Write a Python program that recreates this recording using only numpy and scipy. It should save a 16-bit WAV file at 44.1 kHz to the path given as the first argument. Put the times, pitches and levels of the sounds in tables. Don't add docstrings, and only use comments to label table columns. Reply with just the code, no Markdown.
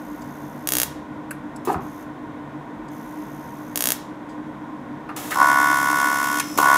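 import sys
import numpy as np
from scipy import signal
from scipy.fft import rfft, irfft
from scipy.io import wavfile
from scipy.ndimage import uniform_filter1d

SR = 44100
rng = np.random.default_rng(int(sys.argv[2]) if len(sys.argv) > 2 else 0)


def store_wav(level_fs):
    pcm = np.round(np.clip(np.atleast_2d(level_fs), -1, 1) * 32767)
    wavfile.write(sys.argv[1], SR, pcm.T.astype(np.int16))


N = 298557

# start in seconds, end in seconds, swell in seconds, buzz in dB, snap in dB.
BURNS = [(5.344, 6.408, 0.063, 1.08, -40.5), (6.575, 6.82, .004, 2.5, -38.5)]
# middle in seconds, half length in seconds, change in dB.
SURGES = [(5.42, 0.031, 3), (5.715, 0.024, 1.5), (5.81, 0.08, -2), (6.04, 0.054, 2.2), (6.611, .007, -5.5)]
# centre in Hz, width in Hz, level in dB.
BUZZ_MODES = [(614, 57, -16.5), (930, 80, 0.5), (1150, 63.5, 2), (1478, 39.7, 4), (1952, 73, -3.5),
              (2214, 23, -6.5), (3560, 190, -26)]
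# frequency in Hz, relative density in dB per Hz.
TURBULENCE_COLOUR = [(40, -31), (200, -5.5), (400, 0), (700, 2.5), (1050, 13.5), (2000, -13), (4000, -30),
                     (12000, -48)]
# frequency in Hz, relative density in dB per Hz.
SNAP_COLOUR = [(60, -58), (600, -34), (2000, 6), (3400, 0.5), (4200, -4), (5500, 0), (7500, -0.5),
               (9000, -1.5), (10500, 0.5), (13000, -1.5), (15000, -10)]
# centre in Hz, width in Hz, relative level in dB.
INVERTER_MODES = [(1200, 620, -8.5), (5274, 19, 9.5), (5740, 81, -5), (5910, 130, -6.5), (7100, 88, -10),
                  (7970, 170, -12), (10000, 740, -17)]
# start in seconds, end in seconds, hiss in dB,
# extra flare at the strike in dB, time constant of the flare in seconds.
STRIKES = [(1.650, 1.735, -43.5, 5, 0.0097), (5.163, 5.317, -38, 7.5, 0.035),
           (5.307, 6.398, -37.5, 10, 0.024), (6.576, 6.8, -34.5, 16.5, 0.029)]
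# frequency in Hz, relative density in dB per Hz.
HISS_COLOUR = [(30, -32), (150, -4), (450, 2), (1400, 6), (2600, -2), (3600, -0.5), (4500, -5.5),
               (7000, -1), (8700, -4.5), (10800, -1.5), (15000, -5.5)]
# first spark in seconds, spacing in seconds,
# level in dB.
SPARK_STRINGS = [(.6735, .0159, 5.7), (3.7588, .0162, 5.2)]
# frequency in Hz, relative density in dB per Hz.
SPARK_COLOUR = [(30, -41.5), (300, -5.5), (800, -4.5), (1800, -4), (2400, -9.5), (3400, -4.5), (4500, -7.5),
                (7000, -2.5), (8800, -5.5), (11000, 0.5), (14500, -1.5), (16000, -6.5)]
# start in seconds, end in seconds.
IGNITER_ON = [(0, .84), (1.805, 2.035), (2.905, 3.925)]
# frequency in Hz, relative density in dB per Hz.
IGNITER_COLOUR = [(1500, -18.5), (4500, -6.5), (6500, -0.5), (8000, -5.5), (10000, -2), (11300, -3),
                  (12700, 3), (15000, -6.5)]
# start in seconds, level in dB, pitch in Hz.
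POPS = [(1.674, -15, 390), (1.682, -17.5, 310), (1.700, -9.5, 840), (1.744, -12.5, 1030), (1.752, -25, 170),
        (1.753, -27.5, 91)]
SPUTTER_S = (1.675, 1.738)
# start in seconds, level in dB, centre in Hz, 60 dB decay in seconds.
TICKS = [(.218, -50.5, 5500, .04), (1.308, -33.5, 10900, 0.034), (1.560, -43, 7150, 0.026),
         (1.651, -37, 12000, .028), (1.728, -39, 9000, 0.014), (2.883, -55, 6000, 0.037),
         (4.289, -61.5, 5600, 0.24), (5.089, -60, 10500, .1)]
# start in seconds, level in dB, centre in Hz,
# 60 dB decay in seconds.
SPITS = [(1.309, -31, 1370, 0.032), (1.676, -30, 980, 0.37), (1.743, -30.5, 1400, 0.027),
         (5.089, -34, 1120, 0.14), (5.163, -55, 1980, 0.041), (5.317, -24, 1430, 0.095),
         (6.399, -29, 1840, 0.065)]
# frequency in Hz, relative density in dB per Hz.
FAN_AIR = [(20, -27), (45, -5.5), (65, -11.5), (110, -4.5), (220, -1), (400, -5), (520, -4.5), (800, -5.5),
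           (1300, -14.5), (2000, -16.5), (2800, -28), (3600, -27), (4400, -37.5), (6500, -37.5),
           (8000, -41.5), (15000, -47.5)]
# centre in Hz, width of each filter pass in Hz, level in dB.
FAN_MODES = [(144.5, 11, -48), (207.2, 23, -49), (247.5, 25.6, -44), (306, 16.3, -40), (939, 37, -48.5),
             (1039, 152, -47), (1468, 150, -53.5), (1850, 120, -60.5)]
ECHO_S = [.00185, .0028]
ECHO_DB = [-9, -14]

AC_HZ, REVERSAL_AT_S, HALF_WAVE_S = 69.998, 5.4127, .00278
CASING_ECHO_S = .00288
SWELL_DB, SAG_DB_PER_S = 15, 10
SNAP_RISE_DB, SNAP_RISE_S = 24, 0.052
BREAK_DB, BREAK_S = 15, 0.021
SETTLE_S = 0.08
YOUNG_DULL_DB_PER_OCTAVE, DULL_ABOVE_HZ = 19, 1110
YOUNG_UNEVEN_DB, YOUNG_TURBULENCE_DB = 3, 13
HISS_RELEASE_DB_PER_S = 600
LOW_CURRENT_HISS_DB = -44
SPARKS_PER_STRING, SPARK_JITTER_S = 11, .0004
COLD_GAP_DB, GAP_WARMS_S = -2.5, .03
MISFIRE_INDEX, MISFIRE_DB = 2, -11.5
IGNITER_HZ = 62.8
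SPUTTER_DB, SPUTTER_FADE_DB_PER_S = -17.5, 64
SPUTTER_LOW_HZ, SPUTTER_HIGH_HZ = 333, 940
TICK_SPREAD, SPIT_SPREAD = 1, 0.55
ROOM_T60_S, TREBLE_T60_S, CLUTTER_T60_S = .42, 0.18, 0.026
CUTOFF_HZ = 15500


def arc_buzz(turbulence_db=-37, uneven_db=0.9, echo_share=0.47):
    s, sizes = reversals(first_share=0.69, uneven_db=uneven_db)
    buzz_gain, _ = burn_levels(s)
    young_uneven_db = YOUNG_UNEVEN_DB * youth(s) * rng.standard_normal(len(s))
    sizes = sizes * buzz_gain * from_db(surge(s) + young_uneven_db)
    kicks = clicks(s, sizes) + echo_share * clicks(s + CASING_ECHO_S, sizes)
    rings, young = 0, youth(np.arange(N) / SR)
    for k, (hz, width, db) in enumerate(BUZZ_MODES):
        octaves_above = max(np.log2(hz / DULL_ABOVE_HZ), 0)
        softened = kicks * from_db(-YOUNG_DULL_DB_PER_OCTAVE * young * octaves_above)
        polarity = (-1) ** k
        rings = rings + polarity * from_db(db) * resonance(softened, hz, width)
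    stirred = signal.lfilter([.1], [1, -.995], kicks) * rng.standard_normal(N)
    turbulence_gain = from_db(turbulence_db + YOUNG_TURBULENCE_DB * young)
    buzz = rings + turbulence_gain * coloured(stirred, TURBULENCE_COLOUR)
    return workshop(buzz, clutter_db=-42, room_db=-13)


def arc_snaps():
    s, sizes = reversals(first_share=1.05, uneven_db=2.2)
    _, snap_gain = burn_levels(s)
    snaps = clicks(s, sizes * snap_gain)
    return workshop(bench(coloured(snaps, SNAP_COLOUR)), clutter_db=1.5, room_db=-2.5)


def reversals(first_share, uneven_db):
    period = round(SR / AC_HZ) / SR
    cycles = np.arange(REVERSAL_AT_S % period, N / SR, period)
    s = np.concatenate([cycles, cycles + HALF_WAVE_S])
    unevenness = from_db(uneven_db * rng.standard_normal(len(s)))
    sizes = np.repeat([first_share, 1], len(cycles)) * unevenness
    return s, sizes * np.sqrt(N / np.sum(sizes ** 2))


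def burn_levels(s):
    buzz, snap = 0, 0
    for start, end, swell_s, buzz_db, snap_db in BURNS:
        on = within([(start, end)], s)
        age, left = np.maximum(s - start, 0), np.maximum(end - s, 0)
        swell_db = -SWELL_DB * np.maximum(1 - age / swell_s, 0)
        buzz = buzz + on * from_db(buzz_db + swell_db - SAG_DB_PER_S * age)
        rise_db = -SNAP_RISE_DB * np.maximum(1 - age / SNAP_RISE_S, 0)
        break_db = BREAK_DB * np.exp(-left / BREAK_S)
        snap = snap + on * from_db(snap_db + rise_db + break_db)
    return buzz, snap


def youth(s):
    return sum((s >= burn[0]) * np.exp(-np.maximum(s - burn[0], 0) / SETTLE_S) for burn in BURNS)


def surge(s):
    return sum(db * np.exp(-((s - at) / half_s) ** 2) for at, half_s, db in SURGES)


def arc_hiss(grain_db=3, swell_db=6):
    t = np.arange(N) / SR
    burning = within([burn[:2] for burn in BURNS], t)
    swell = burning * np.sin(2 * np.pi * AC_HZ * (t - REVERSAL_AT_S))
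    grains = rms_one(rng.standard_normal(N) * from_db(grain_db * rng.standard_normal(N)))
    hiss = coloured(grains * hiss_level(t) * from_db(swell_db * swell), HISS_COLOUR)
    return workshop(bench(hiss), clutter_db=-10, room_db=-10)


def hiss_level(t):
    gain = within([(BURNS[0][1], BURNS[1][0])], t) * from_db(LOW_CURRENT_HISS_DB)
    for start, end, db, flare_db, flare_s in STRIKES:
        flare = flare_db * np.exp(-np.maximum(t - start, 0) / flare_s)
        release = HISS_RELEASE_DB_PER_S * np.maximum(t - end, 0)
        gain = np.maximum(gain, (t >= start) * from_db(db + flare - release))
    return gain


def inverter(level_db=-23):
    s, sizes = reversals(first_share=.9, uneven_db=1.2)
    ticks = clicks(s, sizes * (s > BURNS[0][0]))
    whistles = sum(from_db(db) * resonance(ticks, hz, width) for hz, width, db in INVERTER_MODES)
    return from_db(level_db) * workshop(whistles, clutter_db=-12, room_db=-10)


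def sparks(uneven_db=1.0):
    train, order = 0, np.arange(SPARKS_PER_STRING)
    for start, spacing, db in SPARK_STRINGS:
        age = order * spacing
        late, strong = rng.standard_normal((SPARKS_PER_STRING, 2)).T
        cold_db = COLD_GAP_DB * np.exp(-age / GAP_WARMS_S)
        misfire_db = MISFIRE_DB * (order == MISFIRE_INDEX)
        spark_db = db + cold_db + misfire_db + uneven_db * strong
        train = train + clicks(start + age + SPARK_JITTER_S * late, -from_db(spark_db))
    return workshop(bench(coloured(train, SPARK_COLOUR)), clutter_db=-8, room_db=-7.5)


def igniter(level_db=-56, duty=0.523):
    t = np.arange(N) / SR
    firing = within(IGNITER_ON, t) * ((t * IGNITER_HZ) % 1 < duty)
    fizz = coloured(firing * rng.standard_normal(N), IGNITER_COLOUR)
    return from_db(level_db) * workshop(fizz, clutter_db=-2.5, room_db=0.5)


def pops(rise_cycles=.9):
    out, t = 0, np.arange(N) / SR
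    for s, db, hz in list(POPS) + sputter():
        turns = np.clip((t - s) * hz, 0, 20 * rise_cycles)
        envelope = turns / rise_cycles * np.exp(1 - turns / rise_cycles)
        out = out + from_db(db) * np.sin(2 * np.pi * turns) * envelope
    return workshop(out, clutter_db=-8, room_db=-6)


def sputter(count=9, uneven_db=1.0, jitter_s=0.0018, pitch_spread=0.13):
    late, strong, sharp = rng.standard_normal((count, 3)).T
    s = np.linspace(*SPUTTER_S, count) + jitter_s * late
    db = SPUTTER_DB - SPUTTER_FADE_DB_PER_S * (s - SPUTTER_S[0]) + uneven_db * strong
    hz = np.resize([SPUTTER_HIGH_HZ, SPUTTER_LOW_HZ], count) * np.exp(pitch_spread * sharp)
    return list(zip(s, db, hz))


def cracks(events, spread):
    out = np.zeros(N + SR)
    for s, db, hz, t60 in events:
        at, width = round(s * SR), spread * hz
        burst = resonance(resonance(dying_noise(t60), hz, width), hz, width)
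        out[at:at + SR] += from_db(db) * burst * np.sqrt(SR / width / 2)
    return workshop(out[:N], clutter_db=7, room_db=-3)


def low_boom(start_s=.755, level_db=-42, hz=76, t60=1.8):
    age = np.maximum(np.arange(N) / SR - start_s, 0)
    return from_db(level_db) * np.sin(2 * np.pi * hz * age) * np.exp(-np.log(1000) * age / t60)


def hum(level_db=-42, hz=294.7, load_db=5):
    t = np.arange(N) / SR
    load = uniform_filter1d(1. * (t > BURNS[0][0]), size=4000)
    return from_db(level_db + load_db * load) * np.sqrt(2) * np.sin(2 * np.pi * hz * t)


def fan(air_db=-40.0):
    out = from_db(air_db) * coloured(rng.standard_normal(N), FAN_AIR)
    for hz, width, db in FAN_MODES:
        tone = resonance(resonance(rng.standard_normal(N + SR), hz, width), hz, width)
        out = out + from_db(db) * rms_one(tone[SR:])
    return out


def bench(x):
    treble = signal.sosfilt(signal.butter(1, 4000, "high", fs=SR, output="sos"), x)
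    echoes = 0
    for s, db in zip(ECHO_S, ECHO_DB):
        echoes = echoes + from_db(db) * np.pad(treble, (round(s * SR), 0))[:N]
    return x + echoes


def workshop(x, clutter_db, room_db):
    below, above = (signal.butter(2, 5000, side, fs=SR, output="sos") for side in ("low", "high"))
    clutter = dying_noise(CLUTTER_T60_S)
    tail = signal.sosfilt(below, dying_noise(ROOM_T60_S)) + signal.sosfilt(above, dying_noise(TREBLE_T60_S))
    scatter = from_db(clutter_db) * clutter / np.linalg.norm(clutter)
    room = from_db(room_db) * tail / np.linalg.norm(tail)
    return x + signal.fftconvolve(x, scatter + room)[:N]


def dying_noise(t60):
    return rng.standard_normal(SR) * from_db(-60 * np.arange(SR) / SR / t60)


def coloured(x, spectrum, size=8192):
    hz, db = np.transpose(spectrum)
    grid = np.linspace(1, SR / 2, size // 2 + 1)
    gain = from_db(np.interp(np.log(grid), np.log(hz), db))
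    cepstrum = irfft(np.log(gain))
    response = irfft(np.exp(rfft(2 * cepstrum[:size // 2], size)))
    return signal.fftconvolve(x, response / np.linalg.norm(response))[:N]


def resonance(x, hz, width_hz):
    r = np.exp(-np.pi * width_hz / SR)
    feedback = [1, -(1 + r * r) * np.cos(2 * np.pi * hz / SR), r * r]
    return signal.lfilter([(1 - r * r) / 2, 0, -(1 - r * r) / 2], feedback, x + 1e-18)


def clicks(s, sizes):
    out, at = np.zeros(N), np.round(np.asarray(s) * SR).astype(int)
    inside = at < N
    np.add.at(out, at[inside], (sizes * np.ones(len(at)))[inside])
    return out


def within(spans, s):
    return np.any([(s >= start) & (s < end) for start, end in spans], axis=0)


def from_db(db):
    return 10 ** (np.asarray(db) / 20)


def rms_one(x):
    return x / np.sqrt(np.mean(x ** 2) + 1e-20)


def scene():
    welding = arc_buzz() + arc_snaps() + arc_hiss() + inverter()
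    crackle = cracks(TICKS, TICK_SPREAD) + cracks(SPITS, SPIT_SPREAD)
    striking = sparks() + igniter() + pops() + crackle + low_boom()
    return (welding + striking + hum() + fan())[None]


def record(dry):
    bass_cut = signal.butter(3, 38, "high", fs=SR, output="sos")
    top_cut = signal.ellip(10, .1, 80, CUTOFF_HZ, fs=SR, output="sos")
    return signal.sosfilt(top_cut, signal.sosfilt(bass_cut, dry))


dry = scene()
out = record(dry)
store_wav(out)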